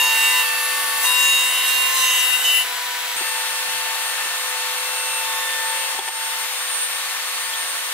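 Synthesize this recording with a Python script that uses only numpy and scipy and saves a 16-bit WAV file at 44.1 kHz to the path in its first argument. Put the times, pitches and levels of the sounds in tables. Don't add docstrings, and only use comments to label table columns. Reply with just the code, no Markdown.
import sys
import numpy as np
from scipy import signal
from scipy.fft import rfft, irfft, next_fast_len
from scipy.io import wavfile
from scipy.ndimage import uniform_filter1d, map_coordinates

SR = 44100
rng = np.random.default_rng(int(sys.argv[2]) if len(sys.argv) > 2 else 0)


def dump_mix(stems):
    frames = np.atleast_2d(stems).T
    limited = np.clip(frames, -1, 1)
    pcm = np.round(limited * 32767).astype(np.int16)
    wavfile.write(sys.argv[1], SR, pcm)


def decibels_to_gain(level_db):
    exponent = np.asarray(level_db, float) / 20
    return 10 ** exponent


N = 349713
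SPLICE = 3.164


def unit(x):
    return x / np.sqrt(np.mean(np.abs(x) ** 2) + 1e-20)


def along(points, hz):
    f, v = np.transpose(points)
    return np.interp(np.log(hz + 1), np.log(f + 1), v)


def wobble(n, rate):
    knots = rng.standard_normal(int(n * rate / SR) + 4)
    coarse = map_coordinates(knots, [np.arange(0, n + 64, 64) * rate / SR])
    return np.interp(np.arange(n), np.arange(len(coarse)) * 64, coarse)


def turning(hz):
    return 2 * np.pi * np.cumsum(hz) / SR


def swell(t, rows, order=None):
    total_db = 0
    for row in rows:
        if order is None or round(row[1]) == order:
            total_db = total_db + row[-2] * np.exp(-((t - row[0]) / row[-1]) ** 2 / 2)
    return total_db


def flare(t, rows, at, floor_db):
    gain = decibels_to_gain(floor_db)
    for s, which, db, half in rows:
        if abs(which - at) <= at / 500:
            gain = gain + decibels_to_gain(db - 1) * np.exp(-((t - s) / half) ** 2 / 2)
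    return 20 * np.log10(gain)


def takes():
    cut = round(SPLICE * SR)
    return [(slice(a, b), np.arange(a, b) / SR) for a, b in ((0, cut), (cut, N))]


def tone(phase, db, fade_db, side_db, rate=7, rough=0, lean_db=0):
    n = len(phase)
    phase = phase + rng.uniform(0, 2 * np.pi)
    if rough:
        phase = phase + rough * wobble(n, 260)
    sine = np.sin(phase)
    mid = decibels_to_gain(db + fade_db * wobble(n, rate)) * sine
    side = decibels_to_gain(db + side_db - 2.5) * (wobble(n, rate) * sine + wobble(n, rate) * np.cos(phase))
    side += np.tanh(lean_db * np.log(10) / 40) * mid
    return np.sqrt(2) * np.array([mid + side, mid - side])


def rush(n, spectrum, take, patchy_db):
    # (frequency [Hz], correlation [0-1])
    likeness = [(60, 0.85), (300, 1), (600, 0.86), (1200, 1), (2500, 0.11), (5000, 0.59), (10000, 0.18),
                (15000, 0.13)]
    lead_s = -.00004, .00009
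    # (frequency [Hz], level [dB])
    lean = [(60, 2.5), (250, 0.5), (600, 2), (1500, 3), (5000, 1.5), (14000, 0.6)]
    z = signal.stft(rng.standard_normal((2, n + 512)), nperseg=512)[2]
    field = uniform_filter1d(rng.standard_normal(z.shape[1:]), 7, 0)
    field = uniform_filter1d(field, 12, 1)
    pair = signal.istft(z * decibels_to_gain(patchy_db * unit(field)), nperseg=512)[1]
    m = next_fast_len(n + 8192)
    hz = np.fft.rfftfreq(m, 1 / SR)
    turn = np.arccos(np.clip(along(likeness, hz), 0, 1)) / 2
    a, b = rfft(pair, m) * decibels_to_gain(along(spectrum, hz)) * [np.cos(turn), np.sin(turn)]
    tilt = decibels_to_gain(along(lean, hz) / 2) * np.exp(1j * np.pi * hz * lead_s[take])
    return unit(irfft(np.array([(a + b) * tilt, (a - b) / tilt]), m)[:, :n])


def hall():
    # (frequency [Hz], level [dB per Hz])
    roar_spectra = [
        [(25, -47), (150, -39.5), (300, -29.5), (440, -17.5), (580, -18.5), (720, -7.5), (1000, -6.5), (1900, -2.5), (3000, -2), (4100, -5), (4800, -8.5), (9000, -11), (11400, -10), (15700, -13)],
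        [(25, -40), (150, -41.5), (300, -31), (460, -23.5), (600, -21), (750, -11.5), (1100, -8.5), (1900, -6.5), (4000, -7), (4700, -11.5), (8500, -12.5), (11200, -14.5), (12500, -17), (15700, -18)],
    ]
    hums = [(298, -66, -75), (501.8, -46, -48), (596, -68, -66), (642, -57, -60), (712, -54, -56),
            (1042, -70, -57), (1507, -45, -56), (10870, -54, -50.5), (11047, -48, -58), (11152, -42.5, -59)]
    # (time [s], hum [Hz], level [dB], half length [s])
    hum_swells = [(.8, 502, 2, .2), (2.1, 502, -2.5, .8), (4.2, 502, 2, 1.1), (7.5, 502, -3, .8),
                  (.4, 596, 11, .5), (.7, 642, 4, .25), (5.4, 502, 2.5, .5), (7.5, 298, 8, .6),
                  (4.6, 1042, 10, .45), (.15, 1507, 4, .08), (.35, 1507, 8, .04), (1.18, 1507, 9, .05),
                  (1.85, 1507, 3, .1), (2.38, 1507, 10, .05), (.9, 11152, 3, .35), (2.85, 502, -3, .25),
                  (.8, 298, 3, .2)]
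    roar_db, roar_falls_db_per_s = (-41.5, -40.5), 0.33
    drive_falls_db_per_s = 4
    parts = []
    for take, (span, _) in enumerate(takes()):
        n = span.stop - span.start
        t = np.arange(n) / SR
        level_db = roar_db[take] - take * roar_falls_db_per_s * t + 16.5 + 0.056 * wobble(n, 4.03)
        part = decibels_to_gain(level_db) * rush(n, roar_spectra[take], take, patchy_db=0.52)
        for hz, *level in hums:
            fall_db = drive_falls_db_per_s * np.clip(t - 1.6, 0, None) * (hz > 10000 and take == 0)
            swell_db = swell(t + take * SPLICE, hum_swells, order=round(hz))
            phase = 2 * np.pi * hz * t + 0.15 * wobble(n, 2.77)
            low = hz < 600
            part += tone(phase, level[take] - fall_db + swell_db, fade_db=1.2 if low else 3,
                         side_db=-14 if low else -2, rate=3.07)
        parts.append(part)
    return np.hstack(parts)


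def fan():
    # (time [s], whine [Hz])
    fan_speed = [(0, 1137.5), (.5, 1138), (.97, 1123.8), (1.22, 1102.3), (1.46, 1092.6), (1.95, 1050.9),
                 (2.43, 1006.6), (2.8, 981.5), (3.164, 966.9)], [(3.164, 1091.2), (3.72, 1106.4),
                 (4.01, 1105.2), (4.57, 1102.4), (5.69, 1090.5), (5.97, 1090.4), (6.53, 1109.2),
                 (7.09, 1113.3), (7.93, 1114.5)]
    fan_orders = (.5, 1, 2, 4, 8, 12), (.5, 1, 4, 8, 12, 11)
    fan_levels = (-62, -43, -45, -47, -43.5, -55), (-56, -47, -51, -37.5, -46.5, -56)
    # (time [s], multiple, level [dB], half length [s])
    fan_swells = [(1, .5, 6, .2), (2.2, .5, 9, .2), (3.85, .5, -7, .1), (4.25, .5, 3, .2),
                  (4.7, .5, -6, .07), (5.55, .5, 7.5, .4), (6.35, .5, -8, .15), (6.75, .5, 3, .15),
                  (7.3, .5, -5, .15), (.95, 1, 8, .25), (1.95, 1, 13, .12), (2.85, 1, 6, .25),
                  (0, 4, -6, .1), (1.58, 1, 5, .08), (1.98, 2, 7, .08), (1.58, 2, 7, .08), (.75, 4, 8, .25),
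                  (.17, 8, 4, .07), (.65, 8, 7, .3), (1.6, 8, 3, .3), (1.98, 8, 7, .08), (2.5, 8, 4, .1),
                  (2.95, 8, -3, .2), (.7, 12, 9, .3), (3.2, 8, 5, .1), (3.87, 8, -7, .04),
                  (4.07, 8, 5, .07), (4.75, 8, -4, .04), (5.08, 8, 7, .09), (5.77, 8, 6, .15),
                  (6.2, 8, 6, .08), (6.78, 8, 9, .1), (7.2, 8, -8, .03), (7.53, 8, -6, .03),
                  (7.7, 8, 4, .07), (7.4, 8, 3, .06), (5.38, 1, 8, .1), (4.64, 4, 11, .11),
                  (3.9, 4, 7, .12), (7.3, 4, 7, .25), (6.25, 4, -5, .2), (5.4, 8, -7, .015),
                  (6.5, 8, -6, .015), (6.36, 12, 6, .08), (4.22, 8, -9, .01), (4.33, 8, -7, .01),
                  (3.28, 12, 4, .1), (4.55, 12, -8, .05), (5.2, 12, 4, .12), (5.95, 12, -5, .12),
                  (5.2, 11, 6, .5)]
    out = np.zeros((2, N))
    for (span, t), speed, levels, orders in zip(takes(), fan_speed, fan_levels, fan_orders):
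        hz = np.interp(t, *np.transpose(speed))
        steady_hz = uniform_filter1d(hz, SR // 4, mode="nearest")
        blades = turning(steady_hz * (1 + .0006 * wobble(len(hz), 40)))
        for k, db in zip(orders, levels):
            level_db = db + swell(t, fan_swells, order=round(k))
            out[:, span] += tone(k * blades, level_db, fade_db=2.4, side_db=-3.5,
                                 rate=24 if k > 2 else 6, rough=.012 * k)
    return out


def planer():
    # (from [s], to [s])
    boards_fed = [(0, 1.1), (SPLICE, 6.49)]
    knife_idle = (-50, -44, -69, -62), (-47.5, -44, -47.5, -48.5)
    knife_loaded = (-38, -30, -35.5, -43), (-39, -39, -40.5, -50)
    # (time [s], knife multiple, level [dB], half length [s])
    knife_swells = [(3.75, 1, 4, .1), (1.25, 2, 5, .12), (2.1, 2, 5, .25), (2.93, 2, 5, .08),
                    (.45, 3, 6, .2), (5.6, 1, 3.5, .5), (6.2, 1, 3, .15), (4.25, 2, 4.5, .25),
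                    (5, 2, -8, .2), (6.55, 2, -7, .12), (7.5, 2, 4, .3), (4.45, 1, -2.5, .2),
                    (5.58, 2, 8.5, .15), (6.9, 2, 5, .15), (3.25, 3, 3, .1), (5.8, 3, 3, .08),
                    (5.63, 3, -5, .07), (5.13, 3, 6, .18), (6.52, 3, 3, .04), (6.28, 3, -5, .15),
                    (4.72, 4, 7, .1), (5.15, 4, 6, .12), (5.5, 4, 14, .22)]
    # (shaft multiple, level against the knives [dB])
    shaft_orders = [(4, -10), (5, -11), (7, -8), (10, -10), (11, -10), (15, -7), (18, -14), (21, -16),
                    (24, -14), (27, -15), (33, -12), (36, -11), (39, -15), (42, -12), (48, -16), (51, -17)]
    shaft_levels = 2.5, -2
    # (time [s], shaft multiple, level [dB], half length [s])
    shaft_swells = [(.55, 4, 4, .5), (5, 4, -4, 1.2), (.75, 51, 3, .2), (4.7, 11, 6, .1),
                    (5.55, 11, 4, .07), (5.95, 11, 4, .06), (5.15, 11, -4, .15), (5.9, 10, -4, .3),
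                    (4.5, 36, 6, .2), (4.8, 33, 4, .3), (5, 42, -7, 1.5), (5.3, 15, -6, .15)]
    knife_hz, knife_sag_hz = 895.6, 3.2
    out = np.zeros((2, N))
    settings = zip(takes(), boards_fed, knife_idle, knife_loaded, shaft_levels)
    for (span, t), (start, end), idle, loaded, shaft_db in settings:
        load = uniform_filter1d(1. * (t >= start) * (t < end), SR // 10, mode="nearest")
        knives = turning(knife_hz - knife_sag_hz * uniform_filter1d(load, SR // 4))
        knife_db = []
        for k, (a, b) in enumerate(zip(idle, loaded), 1):
            knife_db.append(a + (b - a) * load + swell(t, knife_swells, order=k))
        out[:, span] += tone(knives, knife_db[0], fade_db=2.0, side_db=-26, lean_db=6.0, rate=7.18)
        for k, db in enumerate(knife_db[1:], 2):
            out[:, span] += tone(k * knives, db, fade_db=1.5, side_db=-10.5, rate=8.01)
        for order, db in shaft_orders:
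            level_db = knife_db[0] + db + shaft_db + swell(t, shaft_swells, order=order)
            out[:, span] += tone(order * knives / 3, level_db, fade_db=3, side_db=.4, rate=4)
    return out


def boards():
    # (time [s], peak [dB], brightness [dB], click [dB])
    knocks = [
        (3.207, -27, -11, -4.5),
        (4.254, -35, -10, -3),
        (5.945, -23, -1, -3),
        (5.988, -13, 0.5, -5),
        (6.011, -21, 5, -3),
        (6.077, -21.5, 1, 11),
        (6.086, -21, 2, -6),
    ]
    # (frequency [Hz], level [dB], t60 [s])
    board_modes = [(196, -10, 0.038), (282, -2, 0.038), (370, 0, 0.051), (776, 7.5, 0.083),
                   (897, 17, 0.031)]
    # (time [s], level [dB], frequency [Hz], t60 [s])
    edge_taps = [
        (5.946, -20, 1010, .012),
        (5.993, -13.5, 3360, .019),
        (6.078, -10, 1900, 0.0089),
        (6.086, -3, 2600, 0.0039),
        (7.537, -16, 3270, .019),
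        (7.55, -18, 3300, .019),
    ]
    # (time [s], peak [dB])
    bumps = [(0.776, -50), (0.829, -48), (0.859, -50), (0.949, -51), (3.499, -52), (3.678, -45),
             (3.739, -45), (3.769, -48), (3.839, -52)]
    out, t = np.zeros(N + SR), np.arange(SR // 6) / SR
    click = decibels_to_gain(-60 * t / 0.019) * np.sin(2 * np.pi * 3300 * t) * (1 - np.exp(-t / .0006))
    for s, db, bright_db, click_db in knocks:
        ring = 0
        for hz, level, t60 in board_modes:
            mode_db = level - 1.23 * bright_db * (hz < 600) + rng.normal(0, 2.1)
            ring = ring + decibels_to_gain(mode_db - 60 * t / t60) * np.sin(2 * np.pi * hz * rng.normal(1, 0.03) * t)
        knock = ring * (1 - np.exp(-t / .0014)) ** 2 + decibels_to_gain(click_db + 3) * click
        out[round(s * SR):][:len(t)] += decibels_to_gain(db - 13) * knock
    for s, db, hz, t60 in edge_taps:
        tap = np.sin(2 * np.pi * hz * t) * (1 - np.exp(-t * hz / 2))
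        out[round(s * SR):][:len(t)] += decibels_to_gain(db - 60 * t / t60) * tap
    no_bass = signal.butter(4, 230, "high", fs=SR, output="sos")
    out = signal.sosfilt(no_bass, out)
    for s, db in bumps:
        thud = sum(np.sin(2 * np.pi * hz * t) for hz in rng.uniform([60, 120, 200], [110, 190, 330]))
        out[round(s * SR):][:len(t)] += decibels_to_gain(db - 4.5 - 60 * t / 0.13) * thud * (1 - np.exp(-t / 0.0039))
    out[round(SPLICE * SR):][:8] += decibels_to_gain(-26)
    return out[:N] * decibels_to_gain([[1.2], [-1.2]])


def rasps():
    # (time [s], frequency [Hz], level [dB], half length [s])
    rough_rings = [(.21, 7920, -35, .05), (.98, 10770, -38, .06), (1.04, 12060, -34, .025),
                   (1.09, 11110, -30, .04), (1.2, 11890, -37, .04), (1.52, 9900, -34, .05),
                   (1.72, 11630, -34, .05), (1.82, 10940, -33, .04), (2.012, 9820, -32, .04),
                   (2.064, 6030, -36, 0.059), (2.16, 11370, -34, .04), (2.202, 6030, -36, .03),
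                   (2.25, 7920, -38, .04), (2.36, 8100, -37, .025), (2.47, 7840, -38, .025),
                   (2.56, 14810, -35, .035), (2.57, 10900, -31, .035)]
    out = np.zeros((2, N))
    for s, hz, db, half in rough_rings:
        span = slice(round((s - 3 * half) * SR), round((s + 3 * half) * SR))
        t = np.arange(span.start, span.stop) / SR
        ring = tone(2 * np.pi * hz * t, db, fade_db=2, side_db=-4, rate=90, rough=.9)
        out[:, span] += ring * np.exp(-((t - s) / half) ** 2 / 2)
    return out


def chatter(t):
    # (enters [s], leaves [s], pitch [Hz], level at entry [dB], at exit [dB])
    passes = [
        (-.05, .415, 2773, -21.3, -21.8),
        (1.034, 2.365, 2774, -22.3, -25.3),
        (2.44, 2.59, 2768, -22, -21.5),
    ]
    # (time [s], level [dB], half length [s])
    chatter_swells = [(0, 2.5, .03), (.26, 3, .035), (.32, -2, .02), (1.08, -1.5, .04), (1.2, 1.5, .05),
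                      (1.34, 2, .05), (1.51, -3.5, .035), (1.63, -2, .03), (1.955, -10, .04), (2.04, 3, .012),
                      (2.065, -3, .007), (2.27, -2, .015), (2.315, -2, .012), (2.345, 4, .012), (2.12, 1.5, .05),
                      (2.57, 1.5, .05), (2.375, -3, .008), (2.412, 12, .014), (2.465, -5, .012), (2.53, -3, .01),
                      (2.59, -3, .01), (2.64, 11, .016)]
    enter_s, leave_s, sag_hz_per_s = .018, .16, 4.5
    hz, gain = np.zeros(len(t)), decibels_to_gain(-54)
    for enter, leave, pitch_hz, in_db, out_db in passes:
        hz[t >= enter] = (pitch_hz - sag_hz_per_s * (t - enter))[t >= enter]
        held_db = np.interp(t, [enter, leave], [in_db, out_db]) + swell(t, chatter_swells)
        held_db = held_db - 60 * np.clip(t - leave, 0, None) / leave_s
        gain = gain + decibels_to_gain(held_db) * np.clip((t - enter) / enter_s, 0, 1)
    return hz, 20 * np.log10(gain)


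def router():
    # (time [s], level [dB])
    lift = [
        (2.615, 0),
        (2.645, -9),
        (2.75, -30),
    ]
    # (time [s], left over right [dB])
    travel = [(0, 4), (.28, -1), (.34, 7), (1.05, 8), (1.3, 3), (1.75, -8), (1.87, -30), (2.05, -8),
              (2.36, 10)]
    # (time [s], flute multiple or 0 for the sum tone, level [dB], half length [s])
    flute_swells = [(.04, 1, 9, .05), (.36, 1, 11, .05), (1.1, 1, 8, .12), (1.44, 1, 5, .05),
                    (1.9, 1, 3, .3), (2.46, 1, 4, .06), (.33, 2, 9, .06), (1.02, 2, 10, .03),
                    (2.15, 2, 6, .3), (2.45, 2, 6, .07), (.18, 3, 3, .08), (.31, 3, -5, .025),
                    (.39, 3, 6, .04), (1.24, 3, 4, .05), (1.1, 3, -5, .04), (1.84, 3, -7, .06),
                    (1.97, 3, 6, .02), (1.58, 3, 11, .07), (2.14, 3, 10, .14), (2.435, 3, 12, .02),
                    (2.48, 3, 9, .025), (2.61, 3, 8, .015), (2.64, 3, 9, .012), (2.55, 3, 13, .06),
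                    (1.045, 0, -9, .01), (1.08, 0, 4, .04), (1.2, 0, 2, .04), (1.36, 0, 6, .07),
                    (2.47, 0, -2, .02), (1.92, 0, -4, .03), (.47, 0, -6, .03), (2.59, 0, -12, .05)]
    # (time [s], level [dB], half length [s])
    sideband_swells = [
        (1.22, 2, 0.27),
        (2.05, 2.5, 0.24),
    ]
    # (frequency [Hz], level [dB])
    sum_tones = [(1400, -16), (2300, -27), (3300, -23), (4300, -40), (5000, -23.5), (6500, -23.5),
                 (8000, -25), (9500, -25), (11200, -26), (13000, -24), (15300, -23)]
    # (time [s], frequency [Hz], level [dB], half length [s])
    standouts = [(1.25, 1767, -38, .1), (1.9, 1767, -40, .35), (.25, 2269, -39, .06),
                 (2.18, 3273, -39, .06), (1.72, 3273, -41, .1), (.35, 4016, -41, .05),
                 (1.68, 4016, -40, .06), (1.97, 4016, -34, .05), (1.8, 4277, -38, .07),
                 (1.1, 4779, -41, .08), (2.03, 6044, -39, .07), (2.03, 6285, -37, .1),
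                 (.05, 6546, -37, .05), (.25, 6546, -41, .04), (1.32, 6546, -36, .08),
                 (2.12, 6546, -40, .07), (1.32, 6787, -35, .09), (1.25, 7550, -37, .13),
                 (.25, 7811, -38, .05), (1.38, 7811, -40, .04), (2.03, 7811, -41, .07),
                 (2.57, 7811, -39, .04), (.3, 8052, -41, .07), (2.28, 8052, -40, .05),
                 (1.26, 8313, -34, .11), (2.12, 8313, -39, .07), (.35, 8554, -41, .04),
                 (1.1, 8554, -40, .07), (1.3, 8815, -41, .12), (2.32, 10060, -41, .08),
                 (.25, 11084, -41, .05), (1.27, 11084, -36, .13), (1.68, 11084, -40, .04),
                 (2.57, 11084, -31, .04), (1.78, 11827, -41, .12)]
    # (time [s], multiple, level [dB], half length [s])
    squeals = [(.41, 8, -40, .025), (.41, 12, -43, .03), (1.04, 8, -40, .012), (1.04, 9, -37, .02),
               (1.04, 12, -39, .02), (1.04, 14, -43, .015), (1.04, 15, -39, .02), (2.46, 8, -39, .025),
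               (2.46, 9, -43, .02), (2.57, 8, -41, .03), (2.57, 12, -42, .03), (2.57, 15, -36, .035)]
    # (frequency [Hz], level [dB])
    chip_low = [(500, -40), (900, -9.5), (2500, -2), (4000, -3), (6500, 0), (8200, 7), (9500, -17),
                (11000, -40)]
    # (frequency [Hz], level [dB])
    chip_high = [(7000, -44), (9000, 13), (10000, 8), (11200, 15), (12500, 10.5), (14000, 0), (15000, 14.5),
                 (15800, -8)]
    # (time [s], brighter by [dB], level [dB], half length [s])
    chip_puffs = [
        (1.045, 0, 6, .025),
        (1.35, -1, -3.5, 0.067),
        (1.703, -0.5, 3.5, .04),
        (1.99, -1.5, 5, 0.05),
        (2.184, -0.5, 2.5, 0.037),
        (2.46, -1.5, 4, 0.02),
        (2.575, 2, -0.5, 0.032),
    ]
    full_cut_db = -23
    flute_levels, flute_follows = (-40, -38, -38), .5
    out = np.zeros((2, N))
    span = slice(round(lift[-1][0] * SR))
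    t = np.arange(span.stop) / SR
    hz, db = chatter(t)
    pan_db = np.interp(t, *np.transpose(travel))
    depth_db = db - full_cut_db
    effort_db = uniform_filter1d(db, SR // 16) + swell(t, sideband_swells)
    flute_hz = 1004.5 - .8 * t
    bite, shake = turning(flute_hz), turning(hz)

    for k, level_db in enumerate(flute_levels, 1):
        follow_db = flute_follows * np.minimum(depth_db, 0) + swell(t, flute_swells, order=k)
        out[:, span] += tone(k * bite, level_db + follow_db, fade_db=1.5, side_db=-10.5)
    out[:, span] += tone(shake, db, fade_db=.7, side_db=-6, rough=0.08, lean_db=pan_db)
    sum_db = full_cut_db - 6 + 0.46 * depth_db + swell(t, flute_swells, order=0)
    out[:, span] += tone(shake + bite, sum_db, fade_db=0.5, side_db=-7.0)

    for m in range(6):
        for k in range(-2, 11):
            at_hz = m * hz.mean() + k * flute_hz.mean() / 2
            already_heard = (m, k) in [(1, 0), (1, 2), (0, 4), (0, 6)]
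            if 1700 < at_hz < 15600 and not already_heard:
                floor_db = effort_db + along(sum_tones, at_hz) - 3.5
                out[:, span] += tone(m * shake + k * bite / 2, flare(t, standouts, at_hz, floor_db),
                                     fade_db=2.5, side_db=-4, rate=12, rough=.2 * (at_hz > 5000))
    for k in sorted({row[1] for row in squeals}):
        out[:, span] += tone(k * bite, flare(t, squeals, k, -80), fade_db=2, side_db=-2, rate=30, rough=.3)

    # spectrum, level in full cut [dB], dB per dB of cut, sign of a puff's brightness
    for colour, level_db, follows, sign in ((chip_low, -29.5, 0.11, -1), (chip_high, -27, 0.082, 1)):
        puffs = [(s, puff_db + sign * tilt_db, half) for s, tilt_db, puff_db, half in chip_puffs]
        hiss_db = level_db + follows * depth_db + swell(t, puffs)
        out[:, span] += decibels_to_gain(hiss_db) * rush(len(t), colour, take=0, patchy_db=2.3)
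    return out * decibels_to_gain(np.interp(np.arange(N) / SR, *np.transpose(lift)))


def scene():
    return hall() + fan() + planer() + boards() + rasps() + router()


def roll_off(x):
    return signal.sosfilt(signal.butter(12, 15735, fs=SR, output="sos"), x)


def record(dry):
    # (time [s], gain [dB])
    ducks = [
        (5.95, -2),
        (5.992, -4.5),
        (6.088, -6),
    ]
    t = np.arange(N) / SR
    duck_db = 0
    for s, db in ducks:
        duck_db = duck_db + db * np.clip((t - s) / .01, 0, 1) * np.exp(-np.clip(t - s, 0, None) / .075)
    m = next_fast_len(N + 8192)
    in_band = np.fft.rfftfreq(m, 1 / SR) < 15745
    kept = irfft(rfft(dry * decibels_to_gain(duck_db), m) * in_band, m)[:, :N]
    return roll_off(kept)


dry = scene()
out = record(dry)
dump_mix(out)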